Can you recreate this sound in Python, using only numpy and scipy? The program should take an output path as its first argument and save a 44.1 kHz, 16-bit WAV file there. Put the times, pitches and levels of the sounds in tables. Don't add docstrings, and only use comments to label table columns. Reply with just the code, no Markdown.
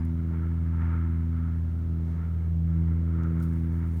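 import sys
import numpy as np
from scipy import signal
from scipy.fft import rfft, irfft
from scipy.io import wavfile

SR = 44100
rng = np.random.default_rng(int(sys.argv[2]) if len(sys.argv) > 2 else 0)


def dump_mix(stems):
    frames = np.atleast_2d(stems).T
    limited = np.clip(frames, -1, 1)
    pcm = np.round(limited * 32767).astype(np.int16)
    wavfile.write(sys.argv[1], SR, pcm)


N = 176400
TIME = np.arange(N) / SR
BINS_HZ = np.maximum(np.arange(N // 2 + 1) * SR / N, 1)

# (frequency [Hz], relative level [dB])
AIR_COLOUR = [(20, -27), (30, -19.5), (43, 0), (65, 1.5), (115, -0.5), (145, 0), (210, -4.5), (300, -11.5),
              (450, -20.5), (700, -23), (1300, -32.5), (2200, -37.5), (3100, -39.5), (4400, -45),
              (5500, -47), (9000, -48), (12000, -50.5), (15000, -47.5)]
# (time [s], level [dB])
RUSTLE_LEVEL = [(0, -84.5), (3.2, -83.5), (3.37, -78), (3.41, -69), (3.432, -56), (3.47, -69.5),
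                (3.6, -69.5), (3.68, -75), (3.74, -71), (3.82, -72.5), (3.97, -66), (4, -65)]
# (frequency [Hz], relative level [dB])
RUSTLE_COLOUR = [(1000, -13), (3000, -3), (6000, -3), (9000, 1.5), (11000, -1), (16000, -1)]
# (time [s], level before filtering [dB], band centre [Hz], decay [s])
TICKS = [(0.051, -53.5, 10000, 0.0028), (3.234, -50.5, 3800, 0.0033), (3.309, -60.5, 9000, 0.0023),
         (3.401, -55, 6000, .003), (3.424, -53, 12000, .002), (3.429, -55, 9000, 0.0013),
         (3.435, -55, 15000, .002), (3.449, -60, 14900, .002), (3.457, -58, 13000, .002),
         (3.732, -63, 9000, .003), (3.969, -65, 11000, .002)]

# (time [s], firing rate [Hz])
FIRING_RATE = [(0, 82.55), (1.4, 82.5), (2.1, 82.2), (2.6, 82.3), (3.2, 82.65), (4, 82.65)]
# (time [s], level before trim [dB])
RASP_LEVEL = [(0, -53), (0.15, -66.5), (0.38, -54), (0.52, -58), (0.72, -54.5), (0.91, -52), (1.15, -60),
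              (1.45, -60.5), (1.7, -64), (1.96, -66), (2.11, -58), (2.4, -61), (2.6, -70.5), (2.8, -59),
              (3.04, -61.5), (3.22, -55), (3.44, -58), (3.6, -58.5), (3.8, -57.5), (4, -61)]
RING_LEVEL = [(0, -74), (0.2, -61), (0.44, -52), (0.52, -59.5), (0.7, -54.5), (0.95, -50), (1.22, -62),
              (1.48, -54), (1.6, -67), (1.84, -58.5), (2.0, -66), (2.3, -54.5), (2.56, -75.5), (2.74, -60),
              (3.0, -64), (3.25, -46), (3.35, -59), (3.42, -48.5), (3.55, -65), (3.85, -58.5), (4, -72)]
# (frequency [Hz], relative level [dB])
RASP_COLOUR = [(400, -9.5), (780, -10.5), (1050, -3.5), (1400, -7), (1650, -4), (1850, -10), (2200, -14),
               (2600, -21.5), (3400, -29.5), (5000, -52.5)]
# (frequency [Hz], width [Hz], lift [dB])
PANELS = [(911, 55, 9), (2142, 200, 7)]
# (time [s], level before trim [dB])
NOTE_LEVEL = [(0.06, -27), (0.16, -28.5), (0.86, -24.5), (1.36, -26.5), (2.23, -28), (2.52, -25.5),
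              (2.89, -24), (3.41, -27.5), (3.94, -27)]
OCTAVE_LEVEL = [(0.06, -33.5), (1.5, -35), (1.83, -41), (1.93, -34), (2.42, -37), (2.56, -31),
                (2.78, -27.5), (3.07, -33), (3.36, -28.5), (3.94, -35)]
THIRD_LEVEL = [(0.06, -38), (0.42, -44), (1.41, -40), (1.62, -47), (2.12, -45), (2.47, -57), (2.65, -45.5),
               (3.63, -39.5), (3.94, -45)]
FOURTH_LEVEL = [(0.06, -50), (0.46, -47.5), (0.62, -54), (1.07, -48.5), (1.54, -57.5), (2.0, -50.5),
                (2.2, -58.5), (2.67, -55.5), (2.78, -46), (2.97, -50.5), (3.18, -44), (3.85, -48),
                (3.94, -53)]
# (time [s], level before trim [dB])
OVERTONE_LEVEL = [(0.06, -62), (0.47, -55), (0.49, -62), (1.72, -63), (2.02, -56.5), (2.66, -61.5),
                  (3.31, -49.5), (3.47, -53.5), (3.57, -57.5), (3.94, -58)]
# (multiple [x firing rate], trim [dB], fading depth [dB])
OVERTONES = [(5, -3, 1.5), (6, -15.5, 0)]
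# (multiple [x rate of the four-firing cycle], level [dB])
CYLINDER_TONES = [(5, -56.5), (9, -56), (13, -67.5), (17, -65), (18, -69.5), (22, -71.5), (26, -83),
                  (28, -83)]

# (frequency [Hz], width [Hz], gain [dB])
MIC_DIPS = [(4950, 140, -6.5), (7550, 900, -4), (10370, 700, -4.5), (16200, 1800, -3)]

CYLINDERS = 4
FADE_RATE_HZ = 2.2


def from_db(db):
    return 10 ** (np.asarray(db) / 20)


def rms_one(x):
    return x / np.sqrt(np.mean(x ** 2) + 1e-20)


def envelope(rows):
    return np.interp(TIME, *np.transpose(rows))


def colour_db(points):
    hz, db = np.transpose(points)
    return np.interp(np.log(BINS_HZ), np.log(hz), db)


def coloured(x, db):
    return rms_one(irfft(rfft(x) * from_db(db), N))


def bandpass(x, low_hz, high_hz, order):
    return signal.sosfilt(signal.butter(order, [low_hz, high_hz], "band", fs=SR, output="sos"), x)


def drift(rate_hz):
    hop, settle = 100, 1000
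    pole = np.exp(-2 * np.pi * rate_hz * hop / SR)
    steps = rng.standard_normal(N // hop + settle + 2)
    slow = signal.lfilter([1], [1, -2 * pole, pole * pole], steps)[settle:]
    return np.interp(np.arange(N) / hop, np.arange(len(slow)), rms_one(slow - slow.mean()))


def partial(turns, db, wander_rad):
    phase = 2 * np.pi * turns + wander_rad * drift(FADE_RATE_HZ)
    return -np.sqrt(2) * from_db(db) * np.cos(phase)


def air(level_db=-44.5, sway_db=0.6):
    bed = coloured(rng.standard_normal(N), colour_db(AIR_COLOUR))
    rumble = signal.sosfilt(signal.butter(1, 1500, fs=SR, output="sos"), bed)
    sway = from_db(sway_db * drift(rate_hz=4))
    return from_db(level_db) * (bed + rumble * (sway - 1))


def mains_hum(hz=118.7, level_db=-47.5, waver_db=2.0):
    return partial(hz * TIME, level_db + waver_db * drift(rate_hz=6.8), wander_rad=0.25)


def brush(peak_s=2.11, spread_s=0.05, peak_db=-73):
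    hiss = rms_one(bandpass(rng.standard_normal(N), 1600, 6400, order=1))
    swell = np.exp(-((TIME - peak_s) / spread_s) ** 2 / 2)
    return hiss * from_db(peak_db) * swell


def rustle(grains_per_s=4200, spread_db=4):
    onsets = rng.random(N) < grains_per_s / SR
    sizes = from_db(spread_db * np.minimum(rng.exponential(1, N), 4))
    grains = onsets * sizes * rng.choice([-1, 1], N)
    return coloured(grains, colour_db(RUSTLE_COLOUR)) * from_db(envelope(RUSTLE_LEVEL))


def ticks():
    out = np.zeros(N)
    for start_s, db, hz, decay_s in TICKS:
        decay = (TIME >= start_s) * np.exp(-np.abs(TIME - start_s) / decay_s)
        burst = rng.standard_normal(N) * decay + 1e-18
        out += from_db(db) * bandpass(burst, hz / 1.6, min(hz * 1.6, 0.45 * SR), order=1)
    return out


def clatter(firings, repeat_share=0.4, pulse_depth=0.35, lag_firings=0.72):
    cycle = rng.standard_normal(2048)
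    repeating = cycle[(firings / CYLINDERS % 1 * len(cycle)).astype(int)]
    noise = np.sqrt(repeat_share) * repeating + np.sqrt(1 - repeat_share) * rng.standard_normal(N)
    pulsing = 1 + pulse_depth * np.cos(2 * np.pi * (firings - lag_firings))
    return noise * pulsing


def panel_rasp(firings, body_trim_db=-0.27, ring_trim_db=-2, ring_hz=1335, ring_width_hz=204):
    panels_db = sum(db / (1 + (2 * (BINS_HZ - hz) / width) ** 2) for hz, width, db in PANELS)
    body = coloured(clatter(firings), colour_db(RASP_COLOUR) + panels_db)
    body *= from_db(envelope(RASP_LEVEL) + body_trim_db)
    ring = bandpass(clatter(firings), ring_hz - ring_width_hz / 2, ring_hz + ring_width_hz / 2, order=2)
    ring = rms_one(ring) * from_db(envelope(RING_LEVEL) + ring_trim_db)
    flutter = from_db(1.7 * drift(rate_hz=7.6))
    return (body + ring) * flutter


def exhaust_roar(firings, trim_db=-4.5):
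    roar = rms_one(bandpass(clatter(firings), 320, 537, order=2))
    return roar * from_db(envelope(OVERTONE_LEVEL) + trim_db)


def exhaust_harmonic(firings, multiple, db, smear_rad=0.36):
    lead_turns = smear_rad * (multiple - 1) ** 2 / (2 * np.pi)
    return partial(multiple * firings + lead_turns, db, wander_rad=0.0295 * multiple)


def exhaust_drone(firings, cylinder_fade_db=1.5):
    out = exhaust_harmonic(firings, 1, envelope(NOTE_LEVEL) - 0.82)
    out += exhaust_harmonic(firings, 2, envelope(OCTAVE_LEVEL) - 0.32)
    out += exhaust_harmonic(firings, 3, envelope(THIRD_LEVEL) + 1)
    out += exhaust_harmonic(firings, 4, envelope(FOURTH_LEVEL) + 0.7)
    for multiple, trim_db, fade_db in OVERTONES:
        level_db = envelope(OVERTONE_LEVEL) + trim_db + fade_db * drift(FADE_RATE_HZ)
        out += exhaust_harmonic(firings, multiple, level_db)
    for multiple, db in CYLINDER_TONES:
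        turns = multiple * firings / CYLINDERS + rng.random()
        out += partial(turns, db + cylinder_fade_db * drift(FADE_RATE_HZ), wander_rad=0.85)
    return out


def scene():
    firings = np.cumsum(envelope(FIRING_RATE)) / SR
    engine = exhaust_drone(firings) + exhaust_roar(firings) + panel_rasp(firings)
    return (engine + mains_hum() + air() + brush() + rustle() + ticks())[None]


def record(dry):
    for hz, width, db in MIC_DIPS:
        band = signal.lfilter(*signal.iirpeak(hz, hz / width, fs=SR), dry)
        dry = dry + (from_db(db) - 1) * band
    edge_fade = np.minimum(np.minimum(TIME, TIME[::-1]) / 0.002, 1)
    high_cut = signal.ellip(10, 0.1, 80, 17100, fs=SR, output="sos")
    return signal.sosfilt(high_cut, dry * edge_fade)


dry = scene()
out = record(dry)
dump_mix(out)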